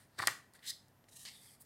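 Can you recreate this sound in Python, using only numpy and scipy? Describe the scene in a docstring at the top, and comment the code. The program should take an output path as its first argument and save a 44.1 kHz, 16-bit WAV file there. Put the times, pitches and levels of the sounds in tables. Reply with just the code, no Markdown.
"""Opening a paperback.

A thin paperback on a wooden table in a small quiet room. The cover slides off the thumb, flaps
against the table and lets go with a snap that sets the pages shivering. A hand presses the fold
flat, then slides back over the page, which springs up with a soft crackle. Rubbing is fibres
catching and slipping; the knocks ring modes of the card and the table top."""
import sys
import numpy as np
from scipy import signal
from scipy.fft import rfft, irfft
from scipy.io import wavfile

SR = 44100
rng = np.random.default_rng(int(sys.argv[2]) if len(sys.argv) > 2 else 0)


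def unload_audio(sound):
    """Save the sound as a 16-bit wav file, at the path given as the first command line argument."""
    columns = np.transpose(np.atleast_2d(sound))
    # keep every value between -1 and 1, then stretch to whole-number steps
    steps = np.round(np.clip(columns, -1, 1) * 32767)
    wavfile.write(sys.argv[1], SR, steps.astype(np.int16))


N = 72765
TIME_S = np.arange(N) / SR
FFT_SIZE = 2 ** 17
BINS_HZ = np.maximum(np.arange(FFT_SIZE // 2 + 1) * SR / FFT_SIZE, 1)
CUTOFF_HZ = 15850
CATCH_S = .272  # the cover's edge catches
SNAP_S = CATCH_S + .0012  # and comes free

# spectrum of room noise and microphone hiss: (frequency [Hz], level [dB])
NOISE_SPECTRUM = [(25, -9), (60, -7.5), (110, 0.5), (200, -3), (400, -8.5), (800, -9), (1300, -14.5),
                  (1900, -17), (2500, -21), (4000, -25), (7000, -26.5), (9000, -27), (12500, -25),
                  (15800, -28)]


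def from_db(db):
    """Decibels to gain."""
    return 10 ** (np.asarray(db) / 20)


def unit_rms(x):
    """Scale to unit power."""
    return x / np.sqrt(np.mean(x ** 2) + 1e-20)


def at_hz(points, hz):
    """Interpolate on a log-frequency axis."""
    point_hz, value = np.transpose(points)
    return np.interp(np.log(hz), np.log(point_hz), value)


def envelope(curve):
    """Gain from (time [s], level [dB]) points, silent outside them."""
    s, db = np.transpose(curve)
    return from_db(np.interp(TIME_S, s, db, left=-200, right=-200))


def swell(centre_s, half_s):
    """Bell-shaped envelope."""
    return np.exp(-((TIME_S - centre_s) / half_s) ** 2)


def colour(x, spectrum, tilt_db_per_oct=0):
    """Unit-energy filter with this spectrum, rolled off below its first point and above the cutoff."""
    low_cut = np.minimum(BINS_HZ / spectrum[0][0], 1) ** 2
    high_cut = 1 / np.hypot(1, (BINS_HZ / CUTOFF_HZ) ** 20)
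    shape_db = at_hz(spectrum, BINS_HZ) + tilt_db_per_oct * np.log2(BINS_HZ)
    gain = unit_rms(low_cut * from_db(shape_db) * high_cut)
    cepstrum = irfft(np.log(gain + 1e-6))
    cepstrum[1:FFT_SIZE // 2] *= 2  # fold to minimum phase
    cepstrum[FFT_SIZE // 2 + 1:] = 0
    return irfft(rfft(x, FFT_SIZE) * np.exp(rfft(cepstrum)))[:N]


def resonate(x, hz, width_hz, stages=1):
    """Two-pole resonators in series, unit peak gain."""
    r = np.exp(-np.pi * width_hz / SR)
    b = np.array([1, 0, -1]) * (1 - r * r) / 2
    a = [1, -2 * r * np.cos(2 * np.pi * hz / SR), r * r]
    for _ in range(stages):
        x = signal.lfilter(b, a, x + 1e-18)
    return x


def click(s):
    """Unit impulse."""
    return 1. * (np.arange(N) == int(s * SR))


def burst(start_s, t60_s):
    """Decaying noise of unit energy."""
    decay = from_db(-60 * np.minimum(abs(TIME_S - start_s) / t60_s, 4))
    x = rng.standard_normal(N) * (TIME_S >= start_s) * decay
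    return x / np.linalg.norm(x)


def background():
    """Steady room noise with a low hum."""
    # room tones: (frequency [Hz], level [dB])
    tones = [(99, -75), (135, -76), (192, -80), (240, -80)]
    hum = sum(from_db(db) * np.sin(2 * np.pi * (hz * TIME_S + rng.random())) for hz, db in tones)
    return hum + from_db(-70) * colour(rng.standard_normal(N), NOISE_SPECTRUM)


def friction(grains_per_s=1800, spread_db=3.5, grain_share=.33):
    """Paper fibres catch and slip: tiny uneven clicks in a smooth hiss."""
    sizes = from_db(spread_db * np.minimum(rng.exponential(1, N), 4)) * rng.choice([-1, 1], N)
    grains = unit_rms(sizes * (rng.random(N) < grains_per_s / SR))
    return np.sqrt(grain_share) * grains + np.sqrt(1 - grain_share) * rng.standard_normal(N)


def finger_touches():
    """Fingers graze the paper in short swells of friction."""
    # touches: (time [s], half length [s], level [dB], tilt [dB/octave])
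    touches = [(0.009, 0.047, -67, -1), (.556, 0.016, -62, -2.5), (0.597, 0.043, -71, -5.5),
               (1.616, 0.013, -57.5, 7.5)]
    # finger on paper: (frequency [Hz], level [dB])
    spectrum = [(1000, -6), (1950, 4.5), (2800, -5), (4600, 3), (6300, -6.5), (9000, 6.5), (11000, -3),
                (14000, -4), (16000, -6.5)]
    return sum(colour(from_db(db) * swell(s, half_s) * friction(), spectrum, tilt)
               for s, half_s, db, tilt in touches)


def rubs():
    """Friction strokes, each coloured by its surfaces."""
    # each stroke: envelope (time [s], level [dB]), then spectrum (frequency [Hz], level [dB])
    # cover slides off the thumb
    slide = [(.08, -85), (.165, -72.5), (.18, -63.5), (.19, -38.5), (.197, -51), (.208, -47.5),
             (.216, -50.5), (.223, -40.5), (.232, -46), (.245, -50), (.268, -49.5), (.28, -59), (.3, -97)]
    slide_spectrum = [(150, -11.5), (300, -1), (700, -2), (1100, -2.5), (1750, 3.5), (2600, -9),
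                      (4600, 2.5), (6300, -12), (8700, -4), (11000, -15), (16000, -18.5)]
    # palm drags ahead of the press
    palm = [(.612, -88), (.63, -61), (.67, -58), (.705, -60.5), (.72, -60)]
    palm_spectrum = [(1100, -30), (1600, -6), (1950, 0.5), (2450, -8.5), (3300, -1), (5000, -28),
                     (9000, -22)]
    # hand presses along the fold
    press = [(.61, -100), (.63, -66.5), (.655, -55.5), (.68, -42.5), (.706, -38), (.716, -58), (.77, -69.5),
             (.83, -96)]
    press_spectrum = [(1100, -22), (1550, -22), (1900, -7.5), (2400, -16.5), (3000, -8.5), (3850, 7.5),
                      (4200, 6), (4550, -1.5), (5000, 4.5), (5700, -2.5), (6400, -1), (7000, -6),
                      (7600, 3.5), (8700, -5.5), (9800, -1.5), (12000, -6.5), (15800, -15.5)]
    # skin brushes the page
    brush = [(1.07, -101), (1.09, -62.5), (1.105, -73), (1.13, -60.5), (1.152, -64.5), (1.167, -50.5),
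             (1.183, -61.5), (1.197, -55.5), (1.23, -57), (1.29, -60.5), (1.33, -83), (1.4, -77)]
    brush_spectrum = [(710, -50), (1200, -11.5), (1350, -35.5), (1830, -9.5), (2080, -22.5), (3170, -7.5),
                      (3420, -14), (3850, -3), (4430, -10), (4820, -7.5), (8270, -3.5), (11900, -7.5),
                      (15800, -18)]
    # released fold scrapes as it springs up
    spring = [(1.251, -80), (1.259, -47.5), (1.272, -52), (1.288, -51), (1.305, -61.5), (1.36, -67)]
    spring_spectrum = [(300, -21), (1150, -11.5), (1450, -17), (2100, 1.5), (2500, -6.5), (2950, 2),
                       (3400, -4.5), (4600, 3.5), (6000, -7.5), (8000, -7), (12000, -25), (16000, -38)]
    # lifting page rubs its neighbour
    lift = [(1.25, -91), (1.28, -63.5), (1.365, -63.5), (1.405, -65.5), (1.44, -61.5), (1.55, -65),
            (1.575, -83.5), (1.65, -73.5)]
    lift_spectrum = [(710, -49), (1200, -13), (1310, -20), (1520, -21), (1620, -17), (2130, -9),
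                     (2610, -16), (3000, -27), (3530, -17), (3970, -14.5), (4720, -5), (5860, -14.5),
                     (7430, -11.5), (8010, -4.5), (9620, -7), (12600, -10.5), (15800, -23)]
    strokes = [(slide, slide_spectrum), (palm, palm_spectrum), (press, press_spectrum),
               (brush, brush_spectrum), (spring, spring_spectrum), (lift, lift_spectrum)]
    return sum(colour(envelope(curve) * friction(), spectrum) for curve, spectrum in strokes)


def air_puff():
    """The falling cover pushes air aside."""
    # dull puff: (frequency [Hz], level [dB])
    spectrum = [(70, -4), (110, 0), (200, -6.5), (400, -4.5), (800, -8), (2000, -39.5)]
    return from_db(-21.5) * colour(burst(start_s=.1905, t60_s=.088), spectrum)


def table_thump(low_cut_hz=70):
    """The table top rings briefly at each landing; it radiates little deep bass."""
    # cover landings: (time [s], level [dB])
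    landings = [(0.1923, -47), (.236, -54.5), (.276, -52)]
    # table modes: (frequency [Hz], level [dB], t60 [s])
    modes = [(107, -3.5, 0.12), (139, -11, .3), (210, -8, .08)]
    rings = np.zeros(N)
    for s, db in landings:
        age_s = np.maximum(TIME_S - s, 0)
        for hz, mode_db, t60_s in modes:
            rings += from_db(db + mode_db - 60 * age_s / t60_s) * np.sin(2 * np.pi * hz * age_s)
    return signal.sosfilt(signal.butter(4, low_cut_hz, "high", fs=SR, output="sos"), rings + 1e-18)


def cover_flaps(relative_bandwidth=.87):
    """Soft pitched contacts with the table ring the well-damped card."""
    # contacts: (time [s], level [dB], pitch [Hz])
    contacts = [(0.1929, -20.5, 1190), (0.1956, -18, 1590), (0.2007, -12.5, 1300), (.2225, -19.5, 1800),
                (0.2285, -14.5, 1050), (0.2373, -14, 1100), (0.2741, -8, 1700), (0.2813, -6, 1500)]
    # card modes: (frequency [Hz], level [dB], t60 [s])
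    modes = [(291.6, -20, 0.053), (426, -24.5, .03), (827, -18, 0.023), (1050, -18.5, 0.022),
             (1173, -17, 0.022), (1405, -20, 0.014), (1730, -23, .02), (1853, -19.5, 0.028),
             (2260, -24.5, .02), (3150, -18.5, 0.004), (3552, -21.5, 0.035), (4470, -17, 0.018)]
    force = sum(from_db(db) * resonate(click(s), hz, relative_bandwidth * hz, stages=2)
                for s, db, hz in contacts)
    card = np.zeros(N)
    for hz, db, t60_s in modes:
        width_hz = np.log(1000) / (np.pi * t60_s)
        unit_ring_gain = SR / (2 * np.pi * width_hz)
        card += from_db(db) * unit_ring_gain * resonate(force, hz, width_hz)
    return card


def cover_snap():
    """The cover's edge catches dully, then frees with a sharp click and a papery ring."""
    # snap: (frequency [Hz], level [dB])
    spectrum = [(150, -14), (700, -7), (1800, -7), (2800, -6.5), (3750, 2.5), (4200, 2.5), (5600, 5),
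                (7400, -4.5), (8200, 3), (9300, 0), (10700, -10), (13000, -5), (15800, -14.5)]
    catch = colour(click(CATCH_S), spectrum, tilt_db_per_oct=-.5)
    ring = from_db(-2) * burst(SNAP_S, t60_s=.011)
    release = colour(click(SNAP_S) + ring, spectrum)
    return from_db(-7) * catch + from_db(-2) * release


def page_shiver():
    """The snap sets off a dying rustle in the pages."""
    # rustle: (frequency [Hz], level [dB])
    spectrum = [(200, -3.5), (600, -2.5), (1000, 1), (1400, 7.5), (2200, -4), (3000, 0), (4700, -7.5),
                (7000, -1.5), (9000, -5), (12000, -8.5), (16000, -15.5)]
    return from_db(-11) * colour(burst(SNAP_S, t60_s=.26), spectrum)


def creases():
    """Small creases in the fold give way and crackle."""
    # crackles: (time [s], level [dB], tilt [dB/octave])
    crackles = [(0.536, -39.5, 12), (.592, -44, -8), (.883, -46.5, 9), (1.041, -42, -10),
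                (1.086, -41, -10.5), (1.124, -47.5, -12), (1.252, -22.5, -2.5), (1.2562, -28.5, 0),
                (1.26, -31.5, -2), (1.267, -31, 3)]
    # crackle: (frequency [Hz], level [dB])
    spectrum = [(500, -18.5), (1100, -13), (1450, -10.5), (2050, 2), (2450, -9.5), (3000, -1), (4700, 8),
                (6200, -6.5), (8000, -1), (12000, -14), (16000, -14)]
    return sum(from_db(db) * colour(burst(s, t60_s=.016), spectrum, tilt) for s, db, tilt in crackles)


def finger_squeak(centre_s=1, centre_hz=12500, rise_hz_per_s=1800, jitter_hz=700):
    """A finger creeps over the page with one faint, high squeak."""
    hz = centre_hz + rise_hz_per_s * (TIME_S - centre_s) + jitter_hz * rng.standard_normal(N)
    return from_db(-80) * swell(centre_s, half_s=.05) * np.sin(2 * np.pi * np.cumsum(hz) / SR)


def hand_whistle(width_hz=310):
    """The sliding hand's unsteady friction tone sinks as it slows."""
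    # glide: (time [s], pitch [Hz], level [dB])
    glide = [(1.32, 3680, -69.5), (1.366, 3580, -62.5), (1.4, 3500, -69.5), (1.461, 3450, -75.5),
             (1.497, 3250, -67.5), (1.51, 3300, -80), (1.56, 3250, -87.5)]
    s, hz, db = np.transpose(glide)
    low_pass = signal.butter(2, width_hz / 2, fs=SR, output="sos")
    wobble = signal.sosfilt(low_pass, rng.standard_normal((2, N)))
    phase = 2 * np.pi * np.cumsum(np.interp(TIME_S, s, hz)) / SR
    tone = unit_rms(wobble[0] * np.cos(phase) + wobble[1] * np.sin(phase))
    return envelope(list(zip(s, db))) * tone


def room(x, gap_s=.0036):
    """Diffuse tail, longest in the bass; a new one at each call."""
    # tail bands: (centre [Hz], level re input [dB], t60 [s])
    bands = [(121, -8, 0.72), (500, -16, .33), (1500, -13.5, 0.42), (4000, -9, .3), (9000, -13.5, 0.33),
             (15100, -14.5, 0.3)]
    centres_hz = [row[0] for row in bands]
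    tail = 0
    for weights, (_, db, t60_s) in zip(np.eye(len(bands)), bands):
        band_gain = np.sqrt(at_hz(list(zip(centres_hz, weights)), BINS_HZ))  # equal-power crossovers
        tail = tail + from_db(db) * band_gain * rfft(burst(gap_s, t60_s), FFT_SIZE)
    return irfft(rfft(x, FFT_SIZE) * tail)[:N]


def microphone(x, hz, width_hz, boost_db):
    """One resonance, plus a trace of the microphone's own hiss and rumble."""
    # rumble: (frequency [Hz], level [dB])
    rumble_spectrum = [(20, 0), (60, -9.5), (200, -26.5), (2000, -49)]
    hiss = from_db(-100) * colour(rng.standard_normal(N), NOISE_SPECTRUM)
    rumble = from_db(-102) * colour(rng.standard_normal(N), rumble_spectrum)
    peak = (from_db(boost_db) - 1) * resonate(x, hz, width_hz, stages=2)
    return x + peak + hiss + rumble


def scene():
    """The book in its room, almost straight ahead of both microphones."""
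    snap_send_db = -3  # the snap stirs the room less than the other sounds
    side_db, left_lag_s = -41, 2e-6
    snap = cover_snap()
    cover = cover_flaps() + table_thump() + air_puff() + page_shiver()
    paper = creases() + rubs() + hand_whistle() + finger_touches() + finger_squeak()
    mid = cover + paper + room(from_db(snap_send_db) * snap + cover + paper) + background()
    side = from_db(side_db) * room(snap + cover)
    late_snap = irfft(rfft(snap, FFT_SIZE) * np.exp(-2j * np.pi * BINS_HZ * left_lag_s))[:N]
    return np.array([mid + late_snap + side, mid + snap - side])


def record(dry):
    """Two microphones side by side, then a steep low-pass."""
    # resonances, left then right: (frequency [Hz], width [Hz], boost [dB])
    peaks = [(1780, 570, 5), (9560, 530, 6)]
    heard = [microphone(x, *peak) for x, peak in zip(dry, peaks)]
    return signal.sosfilt(signal.ellip(10, .1, 80, CUTOFF_HZ, fs=SR, output="sos"), heard)


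dry = scene()
out = record(dry)
unload_audio(out)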